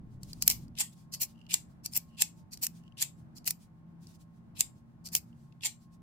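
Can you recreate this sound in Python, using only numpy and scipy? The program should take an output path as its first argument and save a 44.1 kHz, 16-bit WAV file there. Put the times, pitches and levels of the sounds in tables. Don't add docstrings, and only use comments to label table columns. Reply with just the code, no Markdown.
import sys
import numpy as np
from scipy import signal
from scipy.fft import rfft, irfft
from scipy.io import wavfile
from scipy.ndimage import map_coordinates

SR = 44100
rng = np.random.default_rng(int(sys.argv[2]) if len(sys.argv) > 2 else 0)


def dump(signal):
    limited = np.clip(np.atleast_2d(signal).T, -1, 1)
    pcm = np.round(limited * 32767).astype(np.int16)
    wavfile.write(sys.argv[1], SR, pcm)


N = 265482

# f/Hz, level/dB
FAN_COLOUR = [(15, -19), (35, -16.5), (70, -6.5), (125, -1), (190, -3), (240, -5.5), (275, -16),
              (315, -10.5), (370, -21), (470, -27), (680, -23), (830, -23.5), (1150, -28.5), (1500, -31.5),
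              (2500, -41.5), (4000, -52), (8000, -69.5)]
STEADY_HISS_COLOUR = [(1000, -1.5), (4000, -1), (9000, -6), (15000, -9)]
RUMBLE_COLOUR = [(15, -8.5), (35, -6.5), (70, -3.5), (130, 0), (280, -13), (450, -30), (1500, -50),
                 (4000, -88)]
SOFT_HISS_COLOUR = [(1200, -18.5), (2500, -6), (5000, 0), (8000, -2), (15000, -10)]
# f/Hz, level/dB, wavering rate/Hz
FAN_TONES = [(132.9, -63.5, 7.1), (167.9, -58.5, 4.2), (227.7, -64, 5), (590, -87.5, 1.5), (888, -86, 6),
             (1075, -79, 2.7)]
# t/s, level/dB
RUMBLE_FADE = [(0, -51), (.15, -50), (.4, -50.5), (.62, -48), (.72, -51.5), (.85, -70), (6.02, -70.5)]
# f/Hz, likeness (1 = the same)
ROOM_LIKENESS = [(60, 0.75), (150, 0.65), (380, 0.42), (950, -0.16), (2380, -0.25), (5980, -0.2),
                 (15000, 0.03)]
# t/s, level/dB, half width/s
HISS_SWELLS = [(0.136, -75, .025), (.245, -62.5, 0.018), (.303, -57, 0.022), (0.381, -65.5, 0.075),
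               (.932, -61.5, 0.0087), (.999, -67.5, 0.034), (1.3, -64, 0.023), (2.599, -70, 0.018),
               (4.035, -65.5, 0.016), (4.098, -64, 0.035), (4.153, -63, .01), (4.216, -65, .015),
               (4.37, -79.5, .023), (5.421, -75.5, 0.058), (5.941, -69, 0.015)]
PART_COLOURS = {"open": [(260, -45), (450, -37), (882, -19.5), (1400, -31.5), (1850, -19), (3500, -10.5),
                (4000, -11.5), (4560, -8.5), (5600, -12.5), (7400, -3), (8400, -6), (9200, -10.5),
                (14800, -15), (16000, -37.5)], "shut": [(260, -48.5), (500, -29), (882, -16.5),
                (1300, -27.5), (2500, -8.5), (3500, -13), (4400, -4), (6150, -5.5), (7360, -6),
                (11000, -7.5), (13200, -4), (15300, -9), (16000, -20.5)], "lock": [(400, -35.5), (900, -23),
                (1700, -23), (2600, -17), (3700, -13.5), (4600, 3.5), (5750, -2.5), (7310, -4.5),
                (8450, -5), (9880, -7), (13400, -7), (15200, -14), (16000, -20)], "pivot": [(710, -37),
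                (1500, -19.5), (2100, -9), (2790, 2.5), (3870, 0.5), (5020, -2), (6500, -10), (7410, -7.5),
                (9000, -9), (14000, -15.5), (16000, -30)], "stud": [(1200, -24), (2400, -22.5), (2900, 5.5),
                (3500, -19), (4600, -12.5), (7000, -22.5), (15000, -32.5)]}
# f/Hz, width/Hz, lift/dB
HANDLE_RESONANCES = [(859.7, 65, 5), (1820, 130, 1), (2460, 840, 3), (3740, 930, -2.5), (5660, 710, 2),
                     (7370, 510, 5.5), (9100, 190, 1.5), (11370, 510, -7.5), (11600, 1100, 4.5),
                     (13400, 850, 3.5), (14500, 400, -4.5), (14750, 880, 6.5)]
PART_RESPONSES = {"open": (.013, 0), "shut": (.014, 0.26), "lock": (0.013, -0.59), "pivot": (0.02, 0),
                  "stud": (.017, 1.5)}
# t/s, level/dB, part
MECHANISM_TICKS = [(0.2319, -40, "lock"), (0.3314, -35.5, "lock"), (.423, -18.5, "lock"),
                   (.681, -60.5, "lock"), (0.752, -56.5, "pivot"), (0.787, -30, "lock"),
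                   (1.414, -56.5, "stud"), (1.465, -54, "stud"), (1.8603, -25.5, "lock"),
                   (1.9351, -35, "lock"), (2.5731, -43.5, "lock"), (2.8784, -57.5, "stud"),
                   (2.9217, -59.5, "stud"), (2.972, -49, "stud"), (3.382, -45, "lock"),
                   (3.444, -51, "lock"), (4.0696, -50, "lock"), (5.0715, -40.5, "lock"),
                   (5.087, -43.5, "lock"), (5.328, -64, "stud"), (5.523, -63, "pivot"),
                   (5.608, -52, "pivot"), (5.634, -33, "pivot")]
# main swell t/s, its level/dB,
# ring level/dB, early swell ahead by/s, its level/dB, lock swell ahead by/s, its level/dB,
# trailing hiss level/dB
CLOSING_SWELLS = [(.502, -28.5, -31, 0.029, -39, .072, -40, -64.5),
                  (1.231, -28.5, -49.5, .011, -30, 0.089, -34.5, -88),
                  (1.965, -28.5, -43.5, 0.031, -46.5, .106, -40, -74),
                  (2.644, -32.5, -44.5, 0.0065, -28, .11, -43, -63.5),
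                  (3.503, -37.5, -49.5, 0.027, -30.5, 0.13, -50.5, -64),
                  (5.165, -30, -46, 0.026, -37, 0.1, -41.5, -76)]
# t/s, level/dB, left over right/dB, tilt/(dB per octave)
BLADE_CLACKS = [(0.4774, -8, 1.5, 1), (.5001, -18, 1, -1.5), (.5119, -25.5, 7, -2.5),
                (.5205, -30, 3.5, 3.5), (1.218, -23.5, 9, 10), (1.9644, -23, 13, 10),
                (1.974, -17.5, -1, 10), (2.6665, -23, 0, 1), (3.4668, -32, 0, 1.5), (3.476, -19.5, 1, 0),
                (3.4815, -26, 2, -2), (3.5067, -20.5, -0.5, 1.5), (5.1507, -14, -0.5, 0.5)]
# t/s at the stop, snap level/dB, left over right/dB, swell level/dB,
# ring level/dB, tilt/(dB per octave), swish ahead by/s, swish level/dB, trailing hiss level/dB
OPENINGS = [(0.8083, -23.5, -1, -24, -31.5, 0, .021, -42.5, -71.5),
            (1.5406, -13, -1, -30, -34, -0.5, 0.026, -38, -74.5),
            (2.2202, -12, -1.5, -24, -34, -0.3, .025, -40.5, -68),
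            (3.0244, -18, -7.5, -25.5, -35.5, 0, 0.029, -40.5, -72.5),
            (4.6067, -12, 0.5, -30.5, -35, .5, 0.031, -48.5, -74.5),
            (5.661, -36, 4, -25.5, -35, -1.9, 0.018, -38, -70)]
# f/Hz, level/dB, time to fade by 60 dB/s
BLADE_TONES = [(2790, -15.5, 0.1), (3520, -10, .15), (6520, -12, .12), (6750, -11, .13), (7320, -2.5, .16),
               (7700, -7, .16), (7560, -9, 0.29), (7740, -7, 0.15), (8360, -9.5, 0.14), (8380, -8.5, .17),
               (8540, -13, .15), (13170, -11, .11)]
# t/s, level/dB, half width/s
THUMB_CREAKS = [(1.41, -69, .03), (2.14, -70, .021), (2.845, -75, .023)]

LEAD_S = .12
LEFT_LEAD_S = .0001


def amp(db):
    return 10 ** (np.asarray(db) / 20)


def unit(x):
    return x / np.sqrt(np.mean(x ** 2) + 1e-20)


def along(points, hz):
    freqs, values = np.transpose(points)
    return np.interp(np.log(hz + 1), np.log(freqs + 1), values)


def wobble(rate, size):
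    knots = int(size * rate / SR) + 4
    fine = signal.resample(rng.standard_normal(knots), knots * 8)
    return np.interp(np.arange(size) * rate / SR, np.linspace(0, knots, len(fine), endpoint=False), fine)


def noise(colour_db, alike, size, lead_s=0):
    hz = np.fft.rfftfreq(size, 1 / SR)
    spread = np.arccos(np.clip(alike(hz), -1, 1)) / 2 * np.ones_like(hz)
    spectra = rfft(rng.standard_normal((2, size))) * amp(colour_db(hz))
    mid, side = spectra * [np.cos(spread), np.sin(spread)]
    right_delay = np.exp(-2j * np.pi * hz * lead_s)
    return unit(irfft([mid + side, (mid - side) * right_delay], size))


def add(track, s, sound):
    start = round(s * SR)
    first, end = max(start, 0), min(start + sound.shape[1], N)
    track[:, first:end] += sound[:, first - start:end - start]


def swell(t, width_s, steep_db):
    onset = (1 + np.tanh(4 * (t / width_s + 2.31))) / 2
    return onset * amp(-steep_db * (np.hypot(1, t / width_s) - 1))


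def ripple(hz, depth_db, spacing_hz):
    heights = rng.standard_normal(2 ** 9)
    return depth_db * map_coordinates(heights, [hz / spacing_hz], mode="mirror")


def room_noise(colour):
    return noise(lambda hz: along(colour, hz), lambda hz: along(ROOM_LIKENESS, hz), N)


def fan():
    t = np.arange(N) / SR
    rush = amp(-56.6 + 1.3 * wobble(4.4, N)) * room_noise(FAN_COLOUR)
    hiss = amp(-85 + 1.5 * wobble(19, N)) * room_noise(STEADY_HISS_COLOUR)
    hum = np.zeros(N)
    for hz, db, waver_hz in FAN_TONES:
        strength = amp(db + 4 * wobble(5.5, N))
        hum += strength * np.sin(2 * np.pi * hz * t + 1.6 * wobble(waver_hz, N))
    return rush + hiss + hum


def rumble():
    fade_db = np.interp(np.arange(N) / SR, *np.transpose(RUMBLE_FADE))
    return amp(fade_db) * noise(lambda hz: along(RUMBLE_COLOUR, hz), lambda hz: .88, N)


def soft_hiss(db, width_s=.023):
    def colour_db(hz):
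        return along(SOFT_HISS_COLOUR, hz) + ripple(hz, depth_db=1.5, spacing_hz=200)
    t = np.arange(2 ** 14) / SR
    hiss = noise(colour_db, lambda hz: .1, len(t))
    return amp(db - 1) * hiss * swell(t - LEAD_S, width_s, steep_db=14)


def hiss_swells():
    out = np.zeros((2, N))
    for s, db, width_s in HISS_SWELLS:
        add(out, s - LEAD_S, soft_hiss(db, width_s))
    return out


def knife_noise(part, tilt_db, alike, size):
    def colour_db(hz):
        lift = sum(db / (1 + (2 * (hz - centre) / width) ** 2)
                   for centre, width, db in HANDLE_RESONANCES)
        tilt = tilt_db * np.log2(np.maximum(hz, 3000) / 7000)
        grip = ripple(hz, depth_db=3.5, spacing_hz=109.92)
        return along(PART_COLOURS[part], hz) + lift + tilt + grip
    return noise(colour_db, lambda hz: alike, size, LEFT_LEAD_S)


def steel_hit(db, pan_db, tilt_db, part):
    t = np.arange(2 ** 11) / SR
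    fade_s, part_tilt_db = PART_RESPONSES[part]
    chatter_s = .093 * fade_s
    attack = 1 - np.exp(-t / (.24 * chatter_s))
    shape = attack * amp(-60 * np.maximum(t - chatter_s, 0) / fade_s)
    burst = shape * knife_noise(part, tilt_db + part_tilt_db, alike=.19, size=len(t))
    burst *= np.sqrt(np.mean(shape ** 2) / np.mean(burst ** 2))
    return amp(db - .45) * amp([[pan_db / 2], [-pan_db / 2]]) * burst


def ticks():
    out = np.zeros((2, N))
    for s, db, part in MECHANISM_TICKS:
        add(out, s, steel_hit(db, pan_db=1.5, tilt_db=.19 * (db + 31), part=part))
    return out


def grainy_hiss(part, db, ring_db, width_s, tilt_db):
    t = np.arange(2 ** 13) / SR
    grain = amp(2.3 * wobble(600, len(t)))
    hiss = knife_noise(part, tilt_db, alike=.11, size=len(t)) * grain
    hiss *= amp(db - 1.5) * swell(t - LEAD_S, width_s, steep_db=14.5) * amp([[.4], [-.4]])
    ring = knife_noise(part, tilt_db - 2.5, alike=.1, size=len(t)) * amp(-60 * t / .18)
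    if part == "open":
        ring += amp(-7.5) * blade_ring(t)
    ring *= amp(ring_db) * (1 - np.exp(-t / .002)) * amp([[1], [-1]])
    wait = round(LEAD_S * SR)
    return np.pad(hiss, [(0, 0), (0, wait)]) + np.pad(ring, [(0, 0), (wait, 0)])


def closing():
    out = np.zeros((2, N))
    for s, swell_db, ring_db, early_s, early_db, lock_s, lock_db, trail_db in CLOSING_SWELLS:
        start = s - LEAD_S
        add(out, start - lock_s, grainy_hiss("lock", lock_db, lock_db - 11.5, width_s=.0102, tilt_db=-2))
        add(out, start - early_s, grainy_hiss("shut", early_db, early_db - 25, width_s=.01, tilt_db=1))
        add(out, start, grainy_hiss("shut", swell_db, ring_db, width_s=.0115, tilt_db=.94))
        add(out, start + .125, soft_hiss(trail_db))
    for s, db, pan_db, tilt_db in BLADE_CLACKS:
        add(out, s, steel_hit(db, pan_db, tilt_db, "shut"))
    return out


def opening():
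    out = np.zeros((2, N))
    for s, snap_db, pan_db, swell_db, ring_db, tilt_db, swish_s, swish_db, trail_db in OPENINGS:
        start = s - LEAD_S
        swish = grainy_hiss("pivot", swish_db, swish_db - 23.5, width_s=.0112, tilt_db=.7)
        add(out, start - swish_s, swish)
        add(out, start - .0012, grainy_hiss("open", swell_db, ring_db, width_s=.0099, tilt_db=tilt_db))
        add(out, s, steel_hit(snap_db, pan_db, tilt_db, "open"))
        add(out, start + .17, soft_hiss(trail_db))
    return out


def blade_ring(t):
    hz, db, fade_s = np.transpose(BLADE_TONES)[:, :, None]
    per_side_and_tone = (2, len(BLADE_TONES), 1)
    strength = amp(db + 2.5 * rng.standard_normal(per_side_and_tone))
    phase = rng.uniform(0, 2 * np.pi, per_side_and_tone) + .6 * wobble(120, len(t))
    return np.sum(strength * amp(-60 * t / fade_s) * np.sin(2 * np.pi * hz * t + phase), axis=1)


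def thumb_creaks():
    out, t = np.zeros((2, N)), np.arange(2 ** 14) / SR
    for s, db, width_s in THUMB_CREAKS:
        stud = knife_noise("stud", tilt_db=.5, alike=.27, size=len(t))
        slips = unit(stud * amp(4.5 * wobble(250, len(t))))
        add(out, s - LEAD_S, amp(db) * slips * swell(t - LEAD_S, width_s, steep_db=6))
    return out


def scene():
    return opening() + closing() + ticks() + hiss_swells() + thumb_creaks() + fan() + rumble()


def record(dry):
    hz, top_hz = np.fft.rfftfreq(N, 1 / SR), 15900
    return irfft(rfft(dry) / np.sqrt(1 + (hz / top_hz) ** 160), N)


dry = scene()
out = record(dry)
dump(out)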